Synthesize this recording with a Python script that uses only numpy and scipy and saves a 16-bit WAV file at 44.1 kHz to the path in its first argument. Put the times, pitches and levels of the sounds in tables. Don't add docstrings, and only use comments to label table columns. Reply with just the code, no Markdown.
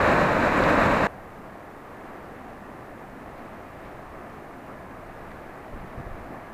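import sys
import numpy as np
from scipy import signal
from scipy.fft import rfft, irfft
from scipy.io import wavfile

SR = 44100
rng = np.random.default_rng(int(sys.argv[2]) if len(sys.argv) > 2 else 0)


def transcribe(u):
    v = np.clip(np.atleast_2d(u).T, -1, 1)
    q = np.round(v * 32767).astype(np.int16)
    wavfile.write(sys.argv[1], SR, q)


N = 287973
TIME = np.arange(N) / SR
HZ = np.maximum(np.arange(N // 2 + 1) * SR / N, 1)
REACH_START_S = 1.071


def from_db(db):
    return 10 ** (np.asarray(db) / 20)


def rms_one(x):
    return x / np.sqrt(np.mean(x ** 2) + 1e-20)


def colour(points):
    hz, db = np.transpose(points)
    return from_db(np.interp(np.log(HZ), np.log(hz), db))


def filtered(x, gain):
    return irfft(rfft(x) * gain, N)


def drift(rate_hz):
    return rms_one(filtered(rng.standard_normal(N), 1 / (1 + (HZ / rate_hz) ** 2)))


def in_time(points):
    return np.interp(TIME, *np.transpose(points))


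def band_pass(x, low_hz, high_hz):
    return rms_one(signal.sosfilt(signal.butter(2, [low_hz, high_hz], "band", fs=SR, output="sos"), x))


def burst(peak_s, length):
    age = np.maximum(TIME - peak_s + length / 2, 0) / (length / 2)
    return age * np.exp(1 - age)


# peak time in seconds, level in dB, length in seconds.
SPRAY_SPLASHES = [(0.639, -37.5, 0.0055), (3.373, -69, .035), (3.85, -69, 0.042), (5.315, -59, .004)]


def splashes(drops_per_s=2500):
    drops = (rng.random(N) < drops_per_s / SR) * rng.standard_normal(N)
    patter = band_pass(drops, 3280, 4600)
    return patter * sum(from_db(db) * burst(peak_s, length) for peak_s, db, length in SPRAY_SPLASHES)


# peak time in seconds, level in dB, pitch in Hz, length in seconds.
WAVE_SLAPS = [(2.49, -51, 1650, .04), (3.835, -59, 2230, .05), (4.695, -49, 1200, 0.057),
              (5.318, -41, 1600, 0.004), (6.341, -42, 650, 0.027)]


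def slaps(band_ratio=1.21):
    out = np.zeros(N)
    for peak_s, db, hz, length in WAVE_SLAPS:
        body = band_pass(rng.standard_normal(N), hz / band_ratio, hz * band_ratio)
        out += from_db(db) * burst(peak_s, length) * body
    return out


# frequency in Hz, relative level in dB.
WIND_SPECTRUM = [(8, -4), (18, 7), (45, -1), (90, -3.5), (200, -12.5), (400, -21), (900, -40), (3000, -70)]
# time in seconds, level in dB.
BREEZE_LEVELS = [(1.1, -48), (1.7, -56.5), (3.65, -52), (3.9, -47.5), (4.2, -52), (4.6, -56), (4.78, -50),
                 (5.0, -52), (5.35, -47), (5.6, -55), (6.5, -51)]
GUST_LEVELS = [(5.66, -80), (5.71, -48), (5.82, -46), (5.93, -49), (5.99, -44), (6.17, -45), (6.24, -45),
               (6.36, -80)]
# peak time in seconds, level in dB, half length in seconds, pitch in Hz.
GUST_EDDIES = [(5.742, -35.5, 0.025, 22), (5.76, -42, 0.019, 300), (5.842, -39.5, .013, 136),
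               (5.982, -33, 0.011, 45), (5.999, -35.5, .016, 89), (6.071, -36.5, .013, 45),
               (6.145, -38.5, 0.057, 19)]


def wind(turbulence_db=6, flutter_db=-19, band_ratio=1.32):
    tone = colour(WIND_SPECTRUM)
    breeze = rms_one(filtered(rng.standard_normal(N), tone))
    gust = rms_one(from_db(turbulence_db * drift(38)) * filtered(rng.standard_normal(N), tone))
    out = from_db(in_time(BREEZE_LEVELS)) * breeze + from_db(in_time(GUST_LEVELS)) * gust
    flutter = band_pass(rng.standard_normal(N), 170, 417)
    low_pass = signal.butter(2, 700, fs=SR, output="sos")
    for peak_s, db, half_length, hz in GUST_EDDIES:
        swell = np.exp(-((TIME - peak_s) / half_length) ** 2)
        band = signal.butter(1, [hz / band_ratio, hz * band_ratio], "band", fs=SR, output="sos")
        eddy = swell * signal.sosfilt(np.vstack([band, low_pass]), rng.standard_normal(N))
        thump = eddy * np.sqrt(np.sum(swell ** 2) / np.sum(eddy ** 2))
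        out += from_db(db) * (thump + from_db(flutter_db) * swell * flutter)
    return out


def bubbles(per_s, cycles, size_db=3.0, pitches=84):
    out = np.zeros(N)
    for hz in np.geomspace(150, 15000, pitches):
        born = rng.integers(0, N, int(per_s * N / SR / pitches))
        sizes = from_db(size_db * np.minimum(rng.exponential(1, len(born)), 3))
        signs = rng.choice([-1, 1], len(born))
        clicks = np.bincount(born, sizes * signs, N) + 1e-18
        decay = from_db(-60 * hz / (cycles * SR))
        angle = 2 * np.pi * hz / SR
        rings = signal.lfilter([1, 0, -1], [1, -2 * decay * np.cos(angle), decay ** 2], clicks)
        out += np.sqrt(hz) * rms_one(rings)
    return rms_one(out)


def foam(db):
    return from_db(db) * rng.standard_normal(N)


def hollow_tone(hz, width_hz, stray_share=0.022, stray_db=2.0, stray_hz=3.2):
    noise = rng.standard_normal(N)
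    pitch = hz * (1 + stray_share * drift(stray_hz))
    carrier = np.exp(2j * np.pi * np.cumsum(pitch) / SR)
    low_pass = signal.butter(2, width_hz / 2, fs=SR, output="sos")
    band = signal.sosfilt(low_pass, noise / carrier) * carrier
    return rms_one(band.real * from_db(stray_db * drift(stray_hz)))


# frequency in Hz, relative level in dB.
REACH_SPECTRUM = [(12, -21), (22, -7), (70, -3), (120, 0.5), (160, -1), (230, -1), (340, -2.1), (470, -2.5),
                  (580, -1.3), (720, -1), (900, -5), (1180, -6), (1450, -11.5), (1850, -12.1),
                  (2600, -22.5), (3300, -31.5), (4000, -34), (5500, -41), (10000, -46)]
# pitch in Hz, width in Hz, starting level against the wash in dB, rise in dB per second.
HOLLOW_TONES = [(689, 175, -11.5, -0.5), (1130, 230, -20, 0), (1705, 56, -23.5, 0.5)]
# pitch in Hz, width in Hz, level against the wash in dB.
BODY_TONES = [(238.4, 76, -12.5), (342, 100, -13.5)]
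# time in seconds, gain in dB.
BODY_SWELLS = [(1.1, -3.5), (2.1, -2), (2.7, 4), (3.4, 1.5), (4.05, -2), (4.4, 1), (5.2, -4), (5.6, 2.5),
               (5.95, -8), (6.3, 6.5), (6.5, 0)]
CURRENT_SWELLS = [(1.1, -0.1), (1.35, -0.5), (1.8, -1), (2.08, 0.9), (2.5, -0.5), (2.8, -0.5), (3.25, -0.5),
                  (3.43, 0.9), (3.65, -.2), (3.88, .5), (4.05, -0.5), (4.3, 0.3), (4.48, -1), (4.68, 0.1),
                  (4.85, -1.1), (5.2, 0.4), (5.5, 0.05), (6.33, 0.5), (6.5, -.4)]


def reach(rumble_db=-42.5, ripples_db=-51, rumble_db_per_s=0.0455, ripples_db_per_s=0.19):
    elapsed = TIME - REACH_START_S
    churn = bubbles(per_s=14000, cycles=11.0) + foam(db=2.0)
    flow = rms_one(filtered(churn, colour(REACH_SPECTRUM)))
    for hz, width, db, rise in HOLLOW_TONES:
        flow += from_db(db + rise * elapsed) * hollow_tone(hz, width)
    for hz, width, db in BODY_TONES:
        flow += from_db(db + in_time(BODY_SWELLS)) * hollow_tone(hz, width)
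    deep = 1 / (1 + (HZ / 1200) ** 6)
    rumble = from_db(rumble_db + rumble_db_per_s * elapsed) * rms_one(filtered(flow, deep))
    ripples = from_db(ripples_db + ripples_db_per_s * elapsed) * rms_one(filtered(flow, 1 - deep))
    return from_db(in_time(CURRENT_SWELLS)) * (rumble + ripples)


# frequency in Hz, relative level in dB.
RAPIDS_SPECTRUM = [(12, -30), (22, -5.5), (85, -2), (150, -2), (210, 0), (300, -0.9), (400, -5), (580, 1),
                   (800, -4.5), (1080, -2), (1380, -6.5), (1750, -7.5), (2100, -12.5), (2350, -12.5),
                   (2600, -16), (3300, -30.5), (5100, -35), (6000, -39.5), (9600, -47.5), (15000, -60.5)]
# centre in Hz, width in Hz, lift in dB.
COLOURING_PEAKS = [(522, 26, 3), (600, 54, 2), (1564, 68, 4), (1720, 38, 4.5), (1880, 60, 3.5),
                   (3940, 680, 7.5), (7360, 1650, 6), (12040, 1900, 10)]


def rapids(level_db=-20.0, clump_db=0.7, surge_db=0.77):
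    swarm = rms_one(bubbles(per_s=16000, cycles=16.5) * from_db(-clump_db * drift(26)))
    churn = (swarm + foam(db=4.0)) * from_db(surge_db * drift(7.2))
    lift_db = sum(db * np.exp(-2 * ((HZ - hz) / width) ** 2) for hz, width, db in COLOURING_PEAKS)
    tone = colour(RAPIDS_SPECTRUM) * from_db(lift_db)
    return from_db(level_db) * rms_one(filtered(churn, tone))


def scene():
    at_piers = np.clip((REACH_START_S - TIME) / .002, 0, 1)
    river = at_piers * rapids() + (1 - at_piers) * reach()
    return (river + slaps() + splashes() + wind())[None]


def record(dry, hiss_db=-66, cutoff_hz=15150):
    hiss = from_db(hiss_db) * rng.standard_normal(dry.shape)
    top_cut = signal.ellip(10, .1, 80, cutoff_hz, fs=SR, output="sos")
    fade_in = np.clip(TIME / .002, 0, 1)
    return signal.sosfilt(top_cut, fade_in * (dry + hiss))


dry = scene()
out = record(dry)
transcribe(out)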